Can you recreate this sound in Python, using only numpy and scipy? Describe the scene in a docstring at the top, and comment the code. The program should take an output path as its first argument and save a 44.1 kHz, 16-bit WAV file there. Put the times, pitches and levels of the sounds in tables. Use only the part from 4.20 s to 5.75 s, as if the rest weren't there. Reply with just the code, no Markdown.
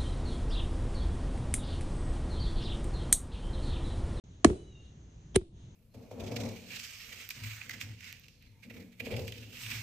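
"""Sledgehammer on stone wedges

A sledgehammer twice strikes steel wedges set in a stone slab on a quiet lawn. Each blow is a hard
steel crack and a thump whose lows arrive late; the slab rings briefly, then knocks as it settles.
Grit scatters, a distant bird calls after the first blow, and the garden echoes faintly over
rustles, a low rumble and insects."""
import sys
import numpy as np
from scipy import signal
from scipy.fft import rfft, irfft
from scipy.io import wavfile

SR = 44100
rng = np.random.default_rng(int(sys.argv[2]) if len(sys.argv) > 2 else 0)


def store_wav(level_fs):
    """Save 16-bit WAV to argv[1]."""
    pcm = np.round(np.clip(np.atleast_2d(level_fs), -1, 1) * 32767)
    wavfile.write(sys.argv[1], SR, pcm.T.astype(np.int16))


N = 68355
T = np.arange(N) / SR

# slab modes: f/Hz, level/dB, t60/s
SLAB_MODES = [(366.4, 9, 0.08), (383, -12.5, 0.024), (333.7, -17, 0.31), (700, -22.5, 0.043),
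              (55, -20, .25)]
# stereo width of steel, echoes and lawn: f/Hz, side minus mid/dB
STEEL_WIDTH = [(600, -7), (1700, -11.5), (2800, 0.5), (3600, -11), (4800, 3), (6000, -8.5), (9000, -2.5)]
ECHO_WIDTH = [(100, -9.5), (360, -19.5), (600, 0), (1070, 6), (1900, 1.5), (6000, -1), (10000, 0.5)]
LAWN_WIDTH = [(110, -24.5), (190, -18), (340, -13.5), (600, -1), (1070, 3.5), (1900, -3.5), (3400, 2),
              (6000, -7), (10000, 0)]


def from_db(db):
    """Decibels to gain."""
    return 10 ** (np.asarray(db) / 20)


def rms_one(x):
    """Scale to unit rms."""
    return x / np.sqrt(np.mean(x ** 2) + 1e-20)


def gains(spectrum, hz):
    """Gain of an (f/Hz, level/dB) table, interpolated over log frequency."""
    f, db = np.transpose(spectrum)
    return from_db(np.interp(np.log(hz + 1), np.log(f), db))


def equalise(x, spectrum):
    """Zero-phase filter from an (f/Hz, level/dB) table."""
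    hz = np.fft.rfftfreq(2 * N, 1 / SR)
    return irfft(rfft(x, 2 * N) * gains(spectrum, hz))[..., :N]


def noise(spectrum, width):
    """Coloured stereo noise, width set per frequency; unit rms."""
    mid, side = rng.standard_normal((2, N))
    stereo = mid + equalise(side, width) * [[1], [-1]]
    return rms_one(equalise(stereo, spectrum))


def drift(cutoff_hz):
    """Low-passed random wander; unit rms."""
    lowpass = signal.butter(2, cutoff_hz, fs=SR, output="sos")
    return rms_one(signal.sosfilt(lowpass, rng.standard_normal(N)))


def burst(at_s, rise_s, t60_s):
    """Exponential rise to 1 at at_s, then exponential decay."""
    return np.exp(np.minimum(T - at_s, 0) / rise_s) * from_db(-60 * np.maximum(T - at_s, 0) / t60_s)


def swell(at_s, width_s):
    """Gaussian envelope."""
    return np.exp(-((T - at_s) / width_s) ** 2)


def lag_left(x, lag_s):
    """Mono to stereo, left lag_s behind right."""
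    return np.array([np.interp(T - lag_s / 2, T, x), np.interp(T + lag_s / 2, T, x)])


def blows():
    """Hammer hits wedge: steel crack, dust spray, thump, slab ring, garden echo and grit."""
    # t/s, crack/dB, rise/s, crack t60/s, thump/dB, thump lag/cycles, ring/dB, echo/dB, grit/dB, dust/dB
    strikes = [(0.2465, -9.5, .0004, 0.0094, 36.5, 2.3, -31, -27, -57, -32.5),
               (1.1604, -12, 0.0019, 0.015, 25.5, 1.338, -24, -46.5, -60.5, -38.5)]
    # crack and thump spectra, one per blow: f/Hz, level/dB
    crack_spectra = [
        [(500, -13), (1100, 3), (2400, 6), (2750, -2), (3150, 2.5), (3600, -9), (4300, 3.5), (4800, -21.5),
         (5300, 0.5), (6400, -0.5), (8100, -3.5), (9000, 1), (9900, -22.5)],
        [(500, -13), (1100, -4), (1700, -4.5), (2300, 5.5), (2750, -9), (3100, 2.5), (4200, -2), (4800, -17),
         (6000, -9), (8000, -5), (9400, 5.5), (10100, 3)],
    ]
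    thump_spectra = [
        [(25, -30.5), (55, -13), (90, -5), (135, -18.5), (195, -7), (260, -0.5), (340, 4), (490, -22),
         (680, -6), (880, -26), (1100, -14), (1550, -29), (1760, -16.5), (3000, -43)],
        [(25, -15), (55, -3), (90, 2), (140, -4), (200, 1.5), (290, 1.5), (420, 3.5), (560, -18.5), (720, -8.5),
         (1000, -36), (1400, -44), (3000, -28.5)],
    ]
    # garden echo spectrum: f/Hz, level/dB
    echo_spectrum = [(40, -3.5), (200, 2.5), (370, 21), (480, 3.5), (680, -1.5), (900, -15), (2000, -22),
                     (3500, -20.5), (4800, -25.5), (6500, -24), (9500, -20), (11000, -45)]
    pan = from_db([[-1.5], [1.5]])
    out = np.zeros((2, N))
    for strike, crack_spectrum, thump_spectrum in zip(strikes, crack_spectra, thump_spectra):
        at_s, crack_db, rise_s, t60_s, thump_db, lag_cycles, ring_db, echo_db, grit_db, dust_db = strike
        crack_env = from_db(crack_db) * burst(at_s, rise_s, t60_s)
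        dust_env = from_db(dust_db) * burst(at_s, rise_s, t60_s=0.085)  # stone dust and near echoes
        out += pan * (crack_env + dust_env) * noise(crack_spectrum, STEEL_WIDTH)
        body = from_db(thump_db) * thump(at_s, thump_spectrum, lag_cycles)
        body += from_db(ring_db) * slab_ring(at_s)
        out += lag_left(body, lag_s=0.00016)
        echo_onset = 1 - np.exp(-np.maximum(T - at_s, 0) / 0.008)
        echo_env = from_db(echo_db) * echo_onset * burst(at_s, rise_s, t60_s=0.42)
        out += echo_env * noise(echo_spectrum, ECHO_WIDTH)
        out += from_db(grit_db) * burst(at_s, rise_s, t60_s=0.45) * grit()
    return out


def thump(at_s, spectrum, lag_cycles):
    """Dispersed pulse: each frequency arrives lag_cycles of its own periods late, so pitch drops fast."""
    hz = np.fft.rfftfreq(2 * N, 1 / SR)
    main_mode_hz = SLAB_MODES[0][0]
    phase = 2 * np.pi * (hz * at_s + lag_cycles * np.log((hz + 1) / main_mode_hz))
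    gate = np.clip((T - at_s) / 0.003 + 1, 0, 1)
    return gate * irfft(gains(spectrum, hz) * np.exp(-1j * phase))[:N]


def slab_ring(at_s, delay_s=0.004):
    """Damped slab modes, starting just after an impact."""
    age_s = np.maximum(T - at_s - delay_s, 0)
    return sum(from_db(db - 60 * age_s / t60_s) * np.sin(2 * np.pi * hz * age_s)
               for hz, db, t60_s in SLAB_MODES)


def grazes():
    """The hammer scrapes the wedge just before the second blow lands."""
    # contacts: t/s, level/dB, rise/s, t60/s
    contacts = [(1.1465, -39, 0.00096, 0.088), (1.1565, -29, 0.00094, 0.035)]
    # steel scrape spectrum: f/Hz, level/dB
    spectrum = [(300, 17), (1000, 2.5), (2200, -5), (3200, 8.5), (4300, -10), (5200, -4), (8000, -16.5),
                (9400, -8), (10500, -22)]
    envelope = sum(from_db(db) * burst(at_s, rise_s, t60_s) for at_s, db, rise_s, t60_s in contacts)
    return envelope * noise(spectrum, STEEL_WIDTH)


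def settling():
    """The slab rocks back onto its bed: dull knock, thud and ring."""
    # landings: t/s, knock/dB, thud/dB, ring/dB
    landings = [(0.266, -63, 24.5, -32.5), (0.301, -31, 20.5, -38), (0.328, -68, 13, -41),
                (1.214, -49, 4.5, -56.5)]
    # knock and thud spectra: f/Hz, level/dB
    knock_spectrum = [(150, -6.5), (380, 5), (600, 5), (900, -12.5), (1250, -10), (2700, -22), (4000, -28),
                      (10000, -40)]
    thud_spectrum = [(25, -22), (55, 3), (95, 2.5), (140, -9), (205, 2), (300, -17.5), (500, -29.5),
                     (2000, -81.5)]
    out = np.zeros((2, N))
    for at_s, knock_db, thud_db, ring_db in landings:
        knock_env = from_db(knock_db) * burst(at_s, rise_s=0.001, t60_s=0.022)
        out += knock_env * noise(knock_spectrum, ECHO_WIDTH)
        thud = thump(at_s, thud_spectrum, lag_cycles=1.165)
        out += from_db(thud_db) * lag_left(thud, lag_s=0.00053)
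        out += from_db(ring_db) * slab_ring(at_s)
    return out


def grit(grains_per_s=7500, spread_db=3.5):
    """Stone grains of uneven size tick on the slab; unit rms."""
    # tick spectrum: f/Hz, level/dB
    spectrum = [(800, -24.5), (2500, 0), (3800, 5.5), (4800, -0.5), (6500, -7.5), (9300, -1.5), (10500, -8)]
    sizes = from_db(spread_db * np.minimum(rng.exponential(1, (2, N)), 4))
    signs = rng.choice([-1, 1], (2, N))
    hits = rng.random((2, N)) < grains_per_s / SR
    return rms_one(equalise(sizes * signs * hits, spectrum))


def bird(flutter_depth=0.35):
    """Distant falling call on two harmonics; turns hoarse as its pitch jitter grows."""
    # call contour: t/s, fundamental/Hz, 3rd harmonic/dB, 4th harmonic/dB
    contour = [(0.35, 996, -81, -78), (0.381, 995, -72.5, -68.5), (0.43, 992, -70, -77),
               (0.445, 971, -86, -75), (0.46, 981, -82, -71.5), (0.48, 986, -71.5, -74.5),
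               (0.508, 973, -76, -74), (0.555, 931, -65.5, -70), (0.61, 931, -68, -78),
               (0.69, 934, -76.5, -79), (0.741, 922, -90.5, -92)]
    times_s, fundamental_hz, *levels_db = np.transpose(contour)
    jitter_hz = np.interp(T, (0.44, 0.54), (2, 9)) * drift(cutoff_hz=110)
    pitch_hz = np.interp(T, times_s, fundamental_hz) + jitter_hz
    phase = 2 * np.pi * np.cumsum(pitch_hz) / SR
    out = np.zeros(N)
    for harmonic, db in zip((3, 4), levels_db):
        envelope = np.interp(T, times_s, from_db(db), left=0, right=0)
        flutter = 1 + flutter_depth * drift(cutoff_hz=50)
        out += envelope * flutter * np.sqrt(2) * np.sin(harmonic * phase)
    return out


def rustles():
    """Faint rustles come and go."""
    # swells: t/s, level/dB, width/s
    swells = [(0.141, -75, 0.069), (0.659, -69.5, 0.062), (1.23, -78.5, .04), (1.43, -71.5, 0.084)]
    # rustle spectrum: f/Hz, level/dB
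    spectrum = [(1000, -15), (2400, -5), (2900, 6), (3900, 10), (5000, -9.5), (9500, -11), (11000, -30)]
    envelope = sum(from_db(db) * swell(at_s, width_s) for at_s, db, width_s in swells)
    return envelope * noise(spectrum, LAWN_WIDTH)


def lawn(rumble_db=-51, air_db=-69.5, insects_db=-74.5):
    """Distant rumble, leafy air and a thin band of insects; all dip briefly after the second blow."""
    # background spectra: f/Hz, level/dB
    air_spectrum = [(300, 6), (1000, -1.5), (2000, -1.5), (2400, -3), (3000, -1.5), (4000, -4), (4900, -8),
                    (5600, -5.5), (7300, -9.5), (8200, -20.5), (10000, -28), (12000, -37)]
    insect_spectrum = [(4500, -41.5), (5500, -16), (6000, -2.5), (6450, 2.5), (7000, -7.5), (7800, -25),
                       (9000, -52.5)]
    rumble_spectrum = [(15, -21), (30, -13.5), (52, 2.5), (110, -1), (170, -6), (250, -15.5), (390, -18.5),
                       (550, -30), (900, -35.5), (2000, -67.5)]
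    air = from_db(air_db) * noise(air_spectrum, LAWN_WIDTH)
    insects = from_db(insects_db) * noise(insect_spectrum, LAWN_WIDTH)
    rumble = from_db(rumble_db) * noise(rumble_spectrum, LAWN_WIDTH)
    dip = swell(at_s=1.267, width_s=0.068)
    return from_db(-9 * dip) * rumble + from_db(-26 * dip) * (air + insects)


def scene():
    """Stereo sum of all sources."""
    return blows() + grazes() + settling() + bird() + rustles() + lawn()


def record(dry, start_s=0.0381, fade_s=0.0013, stopband_hz=10700):
    """Fast fade-in, steep low-pass."""
    fade_in = np.clip((T - start_s) / fade_s, 0, 1)
    lowpass = signal.cheby2(16, 60, stopband_hz, fs=SR, output="sos")
    return signal.sosfilt(lowpass, dry * fade_in)


dry = scene()
out = record(dry)
store_wav(out)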